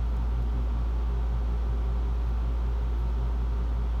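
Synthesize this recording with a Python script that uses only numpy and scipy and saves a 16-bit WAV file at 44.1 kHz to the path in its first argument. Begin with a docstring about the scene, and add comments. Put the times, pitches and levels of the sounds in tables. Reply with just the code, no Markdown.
"""An appliance, probably a refrigerator, running in a quiet room. Its induction motor turns just below
the mains rate: a deep hum, a slow throb against the magnetic buzz, a thin whine. Moving air hisses and
rumbles in the room's resonances. Two cats groom each other close by: a few tiny wet clicks and one
faint squeak."""
import sys
import numpy as np
from scipy import signal
from scipy.fft import rfft, irfft, next_fast_len
from scipy.io import wavfile
from scipy.ndimage import map_coordinates

SR = 44100
rng = np.random.default_rng(int(sys.argv[2]) if len(sys.argv) > 2 else 0)


def log_audio(samples):
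    """Write samples as a 16-bit WAV file to the path given in sys.argv[1]."""
    # one column per channel
    frames = np.atleast_2d(samples).T
    # limit to full scale, then quantise
    limited = np.clip(frames, -1, 1)
    pcm = np.round(limited * 32767).astype(np.int16)
    wavfile.write(sys.argv[1], SR, pcm)


N = 176400
TIME_S = np.arange(N) / SR


def amp(db):
    """Decibels to gain."""
    return 10 ** (np.asarray(db) / 20)


def gain_at(spectrum, hz):
    """Gain from (freq_hz, level_db) points on a log frequency axis."""
    freq_hz, level_db = np.transpose(spectrum)
    return amp(np.interp(np.log(hz + 1), np.log(freq_hz + 1), level_db))


def wobble(rate_hz):
    """Smooth random curve through unit-variance knots."""
    knots = rng.standard_normal(int(N * rate_hz / SR) + 4)
    return map_coordinates(knots, [TIME_S * rate_hz])


def filtered(x, response):
    """Zero-phase filter with gain response(hz)."""
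    size = next_fast_len(N + SR // 2)
    return irfft(rfft(x, size) * response(np.fft.rfftfreq(size, 1 / SR)), size)[:N]


def noise(spectrum):
    """Noise from (freq_hz, density_db) points; density is power per Hz."""
    white = rng.standard_normal(N) * np.sqrt(SR / 2)
    return filtered(white, lambda hz: gain_at(spectrum, hz))


def tone(pitch_hz, rms_db, phase_rad=0):
    """Cosine; all tones of zero phase crest together at crest_s."""
    crest_s = .022
    return np.sqrt(2) * amp(rms_db) * np.cos(2 * np.pi * pitch_hz * (TIME_S - crest_s) + phase_rad)


def motor():
    """Low shaft harmonics beat with the magnetic buzz as the rotor slips; high ones waver as a whine."""
    # harmonic: rms_db
    shaft_harmonics = {1: -26.7, 2: -54, 3: -55, 5: -68, 6: -68, 13: -72, 14: -70, 15: -70, 16: -62.5, 17:
                       -66, 18: -67, 20: -61.5, 21: -63, 23: -64, 24: -65, 25: -77}
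    # other machine tones: pitch_hz, rms_db
    machine_tones = [(284.1, -66), (429.9, -59), (1290, -71), (1516, -68), (2935, -83), (4817, -88)]
    mains_hz, shaft_hz = 60, 57.352
    buzz_hz, slip_hz = 2 * mains_hz, mains_hz - shaft_hz
    out = np.zeros(N)
    for harmonic, rms_db in shaft_harmonics.items():
        if harmonic <= 3:  # hum
            out += tone(harmonic * shaft_hz, rms_db + .08 * wobble(3.2))
        else:  # whine
            out += tone(harmonic * shaft_hz, rms_db + .7 * wobble(4), rng.uniform(0, 2 * np.pi))
    out += tone(buzz_hz, rms_db=-48.5)
    out += tone(buzz_hz + 2 * slip_hz, -45.5) + tone(buzz_hz + shaft_hz, -52)  # upper sidebands
    out += tone(2 * buzz_hz, -62.5) + tone(3 * buzz_hz, -68.5)
    for pitch_hz, rms_db in machine_tones:
        out += tone(pitch_hz, rms_db + .7 * wobble(3.96), phase_rad=.58 * wobble(2.8))
    return out


def air_rush():
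    """Moving air: steady broad noise, strongest in the bass."""
    # freq_hz, density_db
    rush_spectrum = [(20, -81), (36, -78), (50, -72), (110, -66), (142, -76.5), (200, -71.5), (320, -76.5),
                     (620, -83), (1000, -80), (1350, -83.5), (1650, -89.5), (2500, -99), (6000, -135)]
    return noise(rush_spectrum)


def air_hiss():
    """Hiss with fixed narrow peaks and dips from wall reflections."""
    # before the ripple: freq_hz, density_db
    hiss_spectrum = [(800, -120), (2000, -94), (2700, -94), (3100, -92.5), (4200, -97), (4900, -103),
                     (5400, -101), (7000, -107.5), (7800, -112.5), (8600, -110.5), (10000, -114.5),
                     (10500, -119), (11400, -114), (13000, -114.7), (14400, -112), (15700, -115)]
    hiss = noise(hiss_spectrum)
    spacing_hz, depth_db = 28, 1.3
    knots_hz = np.arange(0, SR / 2, spacing_hz)
    ripple_db = depth_db * rng.standard_normal(len(knots_hz))
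    return filtered(hiss, lambda hz: amp(np.interp(hz, knots_hz, ripple_db)))


def air_rumble():
    """Air excites room and cabinet resonances, which slowly swell and sink."""
    # centre_hz, width_hz, base_db
    resonances = [(46.3, 7.1, -57), (103, 24, -54.5), (121.3, 6.6, -51.5), (164.8, 23, -56.5),
                  (225, 47, -51.5), (282.4, 36, -55), (354, 24, -58.5), (400.7, 39.6, -54),
                  (527.5, 88, -56.5), (740, 154, -57), (914, 140, -57.5)]
    # level offsets of two bands: time_s, low_db, mid_db
    band_swells = [(0, 1, -3), (.25, -.5, -0.5), (.55, 4, 3), (.8, 2, -5), (1.05, .5, 2), (1.35, 0.3, -.5),
                   (1.7, -1.5, 1), (2.1, -3.7, 3.5), (2.6, 2, -0.5), (2.95, -5.5, 3), (3.2, -2, 2),
                   (3.5, 0.5, 1.5), (4, -1, 0)]
    time_s, low_db, mid_db = np.transpose(band_swells)
    out = np.zeros(N)
    for centre_hz, width_hz, base_db in resonances:
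        white = rng.standard_normal(N)
        band = filtered(white, lambda hz: 1 / (1 + (2 * (hz - centre_hz) / width_hz) ** 4))
        band /= np.sqrt(np.mean(band ** 2))
        level_db = base_db + .85 * wobble(rate_hz=2.46)
        if 200 < centre_hz <= 320:
            level_db += np.interp(TIME_S, time_s, low_db)
        elif 320 < centre_hz <= 450:
            level_db += np.interp(TIME_S, time_s, mid_db)
        out += amp(level_db) * band
    return out


def cat_licks():
    """A wet tongue clicks: tiny bright noise bursts."""
    # clicks before filtering: start_s, level_db
    licks = [(.1665, -48), (.425, -53.5), (2.288, -54), (2.293, -54.5), (3.3523, -62)]
    # freq_hz, gain_db
    click_filter = [(2000, -30), (5500, 0), (9000, -3), (14000, 4), (16000, -6)]
    attack_s, t60_s = .00037, .012
    clicks = np.zeros(N)
    for start_s, level_db in licks:
        age_s = np.maximum(TIME_S - start_s, 0)
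        attack = 1 - np.exp(-age_s / attack_s)
        decay = amp(level_db - 60 * age_s / t60_s)
        clicks += attack * decay * rng.standard_normal(N)
    return filtered(clicks, lambda hz: gain_at(click_filter, hz))


def cat_squeak():
    """One thin rising tone with phase jitter."""
    start_s, length_s, peak_db = 2.955, .08, -71.5
    pitch_hz, rise_hz_per_s = 11150, 10000
    age_s = np.clip(TIME_S - start_s, 0, length_s)
    envelope = np.sin(np.pi * age_s / length_s)
    phase_rad = 2 * np.pi * (pitch_hz + rise_hz_per_s * age_s / 2) * age_s
    jitter_rad = .9 * wobble(rate_hz=400)
    return amp(peak_db) * envelope * np.sin(phase_rad + jitter_rad)


def scene():
    """Motor, air and cats in mono."""
    return (motor() + air_rush() + air_hiss() + air_rumble() + cat_licks() + cat_squeak())[None]


def record(dry):
    """Recorder band limit: steep zero-phase low-pass."""
    cutoff_hz = 15800
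    lowpass = signal.ellip(12, .05, 70, cutoff_hz, fs=SR, output="sos")
    return signal.sosfiltfilt(lowpass, dry, padlen=2000)


dry = scene()
out = record(dry)
log_audio(out)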